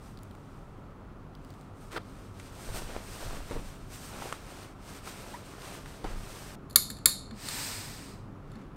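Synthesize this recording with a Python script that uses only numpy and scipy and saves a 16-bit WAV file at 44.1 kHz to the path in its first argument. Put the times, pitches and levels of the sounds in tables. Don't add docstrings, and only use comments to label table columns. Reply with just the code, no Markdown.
import sys
import numpy as np
from scipy import signal
from scipy.fft import rfft, irfft, next_fast_len
from scipy.io import wavfile
from scipy.ndimage import uniform_filter1d, map_coordinates

SR = 44100
rng = np.random.default_rng(int(sys.argv[2]) if len(sys.argv) > 2 else 0)


def wrap_up_sound(samples):
    columns = np.atleast_2d(samples).T
    tamed = np.clip(columns, -1, 1)
    steps = np.round(tamed * 32767).astype(np.int16)
    wavfile.write(sys.argv[1], SR, steps)


N = 386315
TIME = np.arange(N) / SR

# f/Hz, level/dB per Hz
AIR_SPECTRUM = [(13, -32.5), (22, -1.5), (45, 0.5), (70, -7), (102, -5), (198, -11.5), (260, -9),
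                (430, -15), (900, -19), (1320, -18), (1580, -27.5), (2300, -33), (5000, -44.5),
                (15500, -55)]
AIR_DB = -48.5
# f/Hz, width/Hz, level/dB
DRONE_MODES = [(99.5, 22.2, 1.5), (145.3, 22, 0), (195, 26, -2), (270.3, 26, -5), (391, 62, -13)]
DRONE_FIRST_DB, DRONE_SECOND_DB, DRONE_THIRD_DB = -52.5, -51.5, -48.5
DRONE_STEP, HANDLING_END = 2.0, 6.555
# f/Hz, t60/s
ROOM_DECAY = [(200, 0.58), (1500, 0.21), (4300, 0.46), (8000, 0.36), (11000, 0.29), (15000, 0.17)]

# t/s, level/dB
JACKET_SWINGS = [(2.72, -34), (3.27, -34), (3.57, -39.5), (3.85, -44.5), (4.2, -47), (6.08, -38)]
SWING_RISE_S, SWING_T60 = 0.069, 1.0
# f/Hz, level/dB per Hz
GUST_SPECTRUM = [(10, -11), (25, 3.5), (50, -14.5), (95, -14.5), (200, -26.5), (600, -79)]

# middle t/s, length/s, rub level/dB, weight of the folds over the rub/dB
HAND_STROKES = [(0.062, 0.13, -63, -5), (0.36, 0.83, -71.5, -7), (1.55, 0.29, -69, -4),
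                (1.84, 0.15, -64, -9), (2.17, 0.32, -64, -1), (2.44, 0.15, -58.0, 0),
                (2.728, 0.32, -50.5, 0), (2.769, 0.056, -44.5, 1), (2.939, 0.13, -52, 8),
                (3.154, 0.3, -51.0, 0), (3.3, 0.23, -51.0, 5), (3.535, 0.1, -54, 8),
                (3.59, 0.44, -56.0, -0.5), (3.959, 0.11, -50.5, -4), (4.063, 0.11, -49.5, -3),
                (4.243, 0.23, -49.0, 4.5), (4.55, 0.27, -55, 3), (4.924, 0.16, -52.5, 1),
                (5.093, 0.09, -49.0, 0.5), (5.262, 0.32, -52.5, 3), (5.51, 0.13, -56.5, 2),
                (5.7, 0.21, -51.0, 3.5), (5.925, 0.19, -57.5, 2), (6.094, 0.13, -55, 8),
                (6.385, 0.44, -51.5, 1)]
STROKE_STEEP = 3.55
# f/Hz, level/dB per Hz
WEAVE_SPECTRUM = [(710, -32), (1200, -4.5), (1520, -0.5), (1990, -3), (2320, -2.5), (2580, -2.5),
                  (3240, -4.5), (6250, -7.5), (6810, -10), (8830, -6), (10200, -15.5), (13600, -15),
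                  (15800, -22)]
# f/Hz, level/dB per Hz
FOLDS_SPECTRUM = [(130, -18), (300, 1), (600, 2.5), (1100, -1), (1700, -8), (3000, -27), (6000, -47)]
SHEEN_DB, SHEEN_AT_DB = 2.5, -54.5
SHEEN_PER_SPEED, SHEEN_PER_WEIGHT = 0.28, 0.64

# f/Hz, level/dB per Hz
PALM_SPECTRUM = [(170, -34), (330, 6), (700, -4.5), (1400, -1), (2300, -10), (4500, -15.5), (7000, -40)]
SWEEP_START, SWEEP_PRESS, SWEEP_END = 1.895, 1.957, 1.978
SWEEP_RISE_S, SWEEP_PRESS_S, SWEEP_LIFT_S = 0.041, 0.0077, 0.0095
SWEEP_DB, PALM_LIGHT_DB, PALM_PRESSED_DB = -50, 4.5, 16.5
SQUEAK_START, SQUEAK_S, SQUEAK_DB = 5.326, 0.046, -36.5
SQUEAK_HZ, SQUEAK_HZ_PER_S = 710, 9100

# t/s, level/dB, share of the low blade colour/dB
SCISSOR_NIPS = [(0.173, -40, -.3), (0.1885, -45, -1), (0.232, -39, -13), (0.311, -45.5, -1.5),
                (0.3507, -48, -3), (1.351, -42.5, -0.6), (1.4477, -47, -4), (1.504, -43, -4),
                (1.539, -47, -3), (1.611, -48, -5)]
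# f/Hz, level/dB per Hz
BLADE_LOW_SPECTRUM = [(900, -12), (2000, 1), (4800, 2), (7000, -19)]
# f/Hz, level/dB per Hz
BLADE_HIGH_SPECTRUM = [(4000, -25), (7000, 4.5), (9000, -2), (14000, -4), (16000, 0)]
SNIP_T60 = 0.0097

# t/s, level/dB, pitch f/Hz,
# relative life/s, crispness/dB
CLOTH_FLAPS = [(1.975, -33, 380, .015, -20), (2.398, -47, 1800, .04, 19), (2.689, -33, 576, .03, -20),
               (2.768, -39, 900, 0.016, -7), (2.820, -30, 580, 0.0085, -20),
               (2.9644, -20, 730, 0.0075, -18), (3.227, -30, 550, 0.026, -13),
               (3.331, -31.5, 494, 0.032, -20), (3.510, -27.5, 374, 0.082, -1.5),
               (3.556, -31.5, 282, 0.14, -25), (4.2221, -25.5, 900, 0.0088, -17),
               (4.256, -31.5, 450, .015, -20), (4.3256, -21, 1050, 0.0091, 1.5),
               (5.074, -31, 1080, 0.017, -1), (5.859, -33, 1400, 0.0073, -2),
               (6.0427, -27, 425, 0.036, -2.5), (6.0486, -26.5, 400, 0.03, -8),
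               (6.059, -41, 1060, 0.22, -14)]
# f/Hz, level/dB per Hz
CREASE_SPECTRUM = [(600, -24), (1500, 8), (3500, -3), (6000, -8), (9000, -3.5), (15000, -31)]

# f/Hz, level/dB per Hz
GRIP_SPECTRUM = [(300, 3), (1500, 0.5), (5000, -15), (9000, -22), (15000, -32.5)]
GRIP_AT, GRIP_S, GRIP_DB = 8.56, 0.18, -58.5

# f/Hz, level/dB per Hz
STEAM_SPECTRUM = [(300, -3.5), (900, 0.5), (2500, 2), (3200, -1.5), (4200, 3), (5100, 1.5), (6000, -1.5),
                  (7100, -2.5), (7700, 2.5), (9150, 2.5), (9500, -9.5), (12500, -8), (13900, -4.5),
                  (15000, -12)]
# f/Hz, width/Hz, level/dB
STEAM_CAVITIES = [(920, 90, -6), (1780, 110, -9), (5000, 248, -6), (6560, 170, -9)]
STEAM_OPEN, STEAM_SAG, STEAM_SHUT = 7.295, 7.67, 8.11
STEAM_DB, STEAM_RISE_S, SAG_DB_PER_S, SHUT_T60 = -38, 0.28, 30.5, 0.65
JET_BRIGHT_DB, JET_BRIGHT_PER_FLOW = 2, 0.57

# t/s, level/dB
IRON_THUDS = [(6.761, -39.5), (6.911, -34.5), (7.06, -38), (7.318, -33.5), (8.559, -34.5)]
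# f/Hz, level pulling in/dB, level dropping out/dB, t60/s
VALVE_MODES = [(520, -37.5, -37.5, 0.087), (1080, -38.5, -36, 0.18), (1210, -31, -33, 0.088),
               (1394, -23.5, -27, 0.028), (1755, -23, -20, 0.032), (2193, -24.5, -25, 0.035),
               (3646, -19, -15.5, 0.028), (4020, -16.5, -20, .022), (4326, -12, -12.5, 0.025),
               (4474, -17.5, -12.5, 0.0073), (6070, -19, -33, 0.019), (6940, -11, -14.5, 0.018),
               (7400, -16, -9.5, 0.032), (8410, -21.5, -12, .022), (9470, -10.5, -16.5, 0.027),
               (10200, -17.5, -12.5, 0.022), (10400, -10, -7.5, 0.02), (11270, -3, -8, 0.012),
               (10880, -15.5, -9.5, 0.0054), (12300, -21.5, -19.5, 0.014), (13270, -2.5, -15, 0.014),
               (14500, -8.5, -12.5, 0.017), (14800, -20, -14, .012), (14900, -23, -18, .016)]
# t/s, level/dB, drop-out share 0-1, treble cut-off f/Hz
VALVE_CLACKS = [(6.698, -36, 0.2, 8950), (6.708, -35, 0.2, 9000), (6.7275, -44, 0, 14100),
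                (6.758, -0.5, 0, 30800), (6.9012, -21.5, 0.9, 10900), (6.913, -34, 0.8, 14000),
                (6.9672, -31, 0.9, 5000), (6.985, -32, 0.9, 5000), (7.057, 0, 0.86, 30200),
                (7.309, -18, 0.8, 1750), (7.4855, -14, 1, 5200), (8.516, -40, 0.76, 5010),
                (8.554, -29, 0.84, 2000)]
# f/Hz, level/dB per Hz
CRACK_SPECTRUM = [(100, -4.5), (400, -5.5), (800, -18.5), (1600, 0), (2900, -9.5), (4400, 8.5), (5600, -9),
                  (8000, 0.5), (11000, 4), (16000, -3)]
TOP_HZ = 15750


def amp(db):
    return 10 ** (np.asarray(db) / 20)


def unit(x):
    return x / np.sqrt(np.mean(x ** 2) + 1e-20)


def along(points, hz):
    f, v = np.transpose(points)
    return np.interp(np.log(hz + 1), np.log(f + 1), v)


def during(start, end):
    is_open = (TIME >= start) & (TIME < end)
    return uniform_filter1d(is_open * 1., size=128)


def ramp(start, length):
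    return np.sin(np.pi / 2 * np.clip((TIME - start) / length, 0, 1)) ** 2


def arch(middle, length):
    return 1 / (1 + np.abs(2 * (TIME - middle) / length) ** STROKE_STEEP)


def fade(t, t60):
    return np.exp(-np.log(1000) * t / t60)


def wobble(rate):
    return map_coordinates(rng.standard_normal(4096), [TIME * rate], mode="wrap")


def filtered(x, response):
    m = next_fast_len(len(x) + SR // 4)
    hz = np.fft.rfftfreq(m, 1 / SR)
    return irfft(rfft(x, m) * response(hz), m)[:len(x)]


def resonance(hz, centre, width):
    return 1j * hz * width / (centre ** 2 - hz ** 2 + 1j * hz * width)


def coloured(x, spectrum):
    return unit(filtered(x, lambda hz: amp(along(spectrum, hz))))


def noise(spectrum, size=N):
    return coloured(rng.standard_normal(size), spectrum)


def friction(spectrum, grain_db, rate):
    grains = rng.standard_normal(N) * amp(grain_db * wobble(rate))
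    return coloured(grains, spectrum)


def add(track, s, sound):
    part = track[round(s * SR):][:len(sound)]
    part += sound[:len(part)]


def room(x):
    hz, t, z = signal.stft(rng.standard_normal(SR), SR, nperseg=256)
    decay = fade(t, along(ROOM_DECAY, hz)[:, None])
    tail = signal.istft(z * decay, SR, nperseg=256)[1]
    tail = tail * (1 - fade(np.arange(len(tail)) / SR, 0.022))
    return signal.fftconvolve(x, tail / np.linalg.norm(tail))[:N]


def workshop():
    drone = filtered(
        rng.standard_normal(N),
        lambda hz: sum(amp(db) * resonance(hz, c, w) ** 2 for c, w, db in DRONE_MODES))
    drone_db = np.select([TIME < DRONE_STEP, TIME < HANDLING_END],
                         [DRONE_FIRST_DB, DRONE_SECOND_DB], DRONE_THIRD_DB)
    return amp(AIR_DB) * noise(AIR_SPECTRUM) + amp(drone_db) * unit(drone)


def draught():
    power = 0
    for s, db in JACKET_SWINGS:
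        gust = ramp(s - SWING_RISE_S, SWING_RISE_S) * fade(np.maximum(TIME - s, 0), SWING_T60)
        power = power + (amp(db) * gust) ** 2
    return np.sqrt(power) * noise(GUST_SPECTRUM)


def cloth():
    rub_power = folds_power = 1e-12
    for middle, length, db, weight_db in HAND_STROKES:
        power = (amp(db) * arch(middle, length)) ** 2
        rub_power = rub_power + power
        folds_power = folds_power + power * amp(weight_db) ** 2
    rub_db, folds_db = 10 * np.log10(rub_power), 10 * np.log10(folds_power)
    grip = wobble(35)
    weave = friction(WEAVE_SPECTRUM, grain_db=1.0, rate=900)
    treble = filtered(weave, lambda hz: 1 - 1 / (1 + (hz / 5000) ** 4))
    speed_db = SHEEN_PER_SPEED * (rub_db - SHEEN_AT_DB)
    bunching_db = SHEEN_PER_WEIGHT * (folds_db - rub_db)
    sheen = amp(SHEEN_DB + speed_db - bunching_db)
    weave = (weave + (sheen - 1) * treble) / np.sqrt((1 + sheen ** 2) / 2)
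    rub = amp(rub_db + 2.0 + 0.92 * grip) * weave
    folds = amp(folds_db - 1.5 + 0.47 * grip) * friction(FOLDS_SPECTRUM, grain_db=3.0, rate=350)
    return (rub + folds) * during(0, HANDLING_END)


def sweep():
    contact = ramp(SWEEP_START, SWEEP_RISE_S) * (1 - ramp(SWEEP_END, SWEEP_LIFT_S))
    pressed = ramp(SWEEP_PRESS, SWEEP_PRESS_S)
    palm_db = PALM_LIGHT_DB + (PALM_PRESSED_DB - PALM_LIGHT_DB) * pressed
    weave = friction(WEAVE_SPECTRUM, grain_db=2.5, rate=400)
    palm = amp(palm_db) * friction(PALM_SPECTRUM, grain_db=1.0, rate=660)
    return amp(SWEEP_DB) * contact * (weave + palm)


def squeak():
    age = np.clip(TIME - SQUEAK_START, 0, SQUEAK_S)
    pitch = SQUEAK_HZ + SQUEAK_HZ_PER_S * age
    phase = 2 * np.pi * np.cumsum(pitch * (1 + .08 * wobble(500))) / SR
    slips = unit(amp(4 * wobble(450)))
    swell = np.sin(np.pi * age / SQUEAK_S) ** 2
    tone = np.sin(phase) + amp(-10) * np.sin(2 * phase)
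    return amp(SQUEAK_DB) * swell * slips * tone


def scissors():
    out, t = np.zeros(N), np.arange(SR // 12) / SR
    for s, db, low_db in SCISSOR_NIPS:
        low = amp(low_db)
        high = np.sqrt(1 - low ** 2)
        tick = low * noise(BLADE_LOW_SPECTRUM, size=len(t)) + high * noise(BLADE_HIGH_SPECTRUM, size=len(t))
        add(out, s, amp(db) * tick * fade(t, SNIP_T60) * (1 - fade(t, 0.0037)))
    return out


def flaps():
    out, t = np.zeros(N), np.arange(SR // 8) / SR
    for s, db, pitch, life, crisp_db in CLOTH_FLAPS:
        push = np.sin(2 * np.pi * pitch * t) * fade(t * pitch, 3.1)
        snap = amp(crisp_db - 12) * noise(CREASE_SPECTRUM, size=len(t)) * fade(t, 0.019)
        flutter = unit(filtered(rng.standard_normal(len(t)),
                                lambda hz: resonance(hz, pitch, 1.4 * pitch) ** 2))
        flutter = flutter * fade(t, 1.82 * life) * (1 - fade(t, 0.0076))
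        add(out, s, amp(db) * (1.65 * push + snap + 0.51 * flutter))
    return out


def regrip():
    return amp(GRIP_DB) * arch(GRIP_AT, GRIP_S) * friction(GRIP_SPECTRUM, grain_db=3.5, rate=580)


def steam():
    pressure = amp(-SAG_DB_PER_S * np.maximum(TIME - STEAM_SAG, 0))
    closing = fade(np.maximum(TIME - STEAM_SHUT, 0), SHUT_T60)
    flow = ramp(STEAM_OPEN, STEAM_RISE_S) * pressure * closing
    bright = amp(JET_BRIGHT_DB) * flow ** JET_BRIGHT_PER_FLOW
    jet = unit(filtered(
        noise(STEAM_SPECTRUM),
        lambda hz: 1 + sum(amp(db) * resonance(hz, c, w) for c, w, db in STEAM_CAVITIES)))
    body = filtered(jet, lambda hz: 1 / (1 + (hz / 6500) ** 2))
    treble = jet - body
    return amp(STEAM_DB + 0.2 * wobble(14)) * flow * (body + bright * treble)


def thuds():
    out, t = np.zeros(N), np.arange(SR // 5) / SR
    body = np.sin(2 * np.pi * 218 * t) * fade(t, 0.092) * (1 - fade(t, 0.037))
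    for s, db in IRON_THUDS:
        add(out, s, amp(db + 4.0) * body)
    return out


def valve():
    out, t = np.zeros(N), np.arange(SR // 10) / SR
    free = np.maximum(t - .0018, 0)
    for s, db, drop, cutoff in VALVE_CLACKS:
        clack = amp(-6.5) * noise(CRACK_SPECTRUM, size=len(t)) * fade(free, 0.023)
        for hz, pull_db, drop_db, t60 in VALVE_MODES:
            chatter = .023 * unit(uniform_filter1d(rng.standard_normal(len(t)), size=44))
            phase = 2 * np.pi * (hz * np.cumsum(1 + chatter) / SR + rng.random())
            mode_db = pull_db + drop * (drop_db - pull_db)
            clack = clack + amp(mode_db) * fade(free, t60) * np.sin(phase)
        clack = clack * (1 - fade(t, 0.0069))
        clack = filtered(clack, lambda hz: 1 / (1 + 1j * hz / cutoff) ** 2)
        add(out, s, amp(db - 3.5) * clack)
    return out


def scene():
    background = workshop() + draught()
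    handwork = scissors() + flaps() + sweep() + squeak() + thuds() + regrip()
    handwork_echo = amp(-18) * room(handwork)
    clack_echo = amp(-14.5) * sum(room(valve()) for _ in range(3))
    mono = background + cloth() + handwork + handwork_echo + steam() + valve() + clack_echo
    return np.array([mono, mono])


def record(dry):
    lowpass = signal.ellip(12, .1, 70, TOP_HZ, fs=SR, output="sos")
    return signal.sosfilt(lowpass, np.clip(dry, -1, 1))


dry = scene()
out = record(dry)
wrap_up_sound(out)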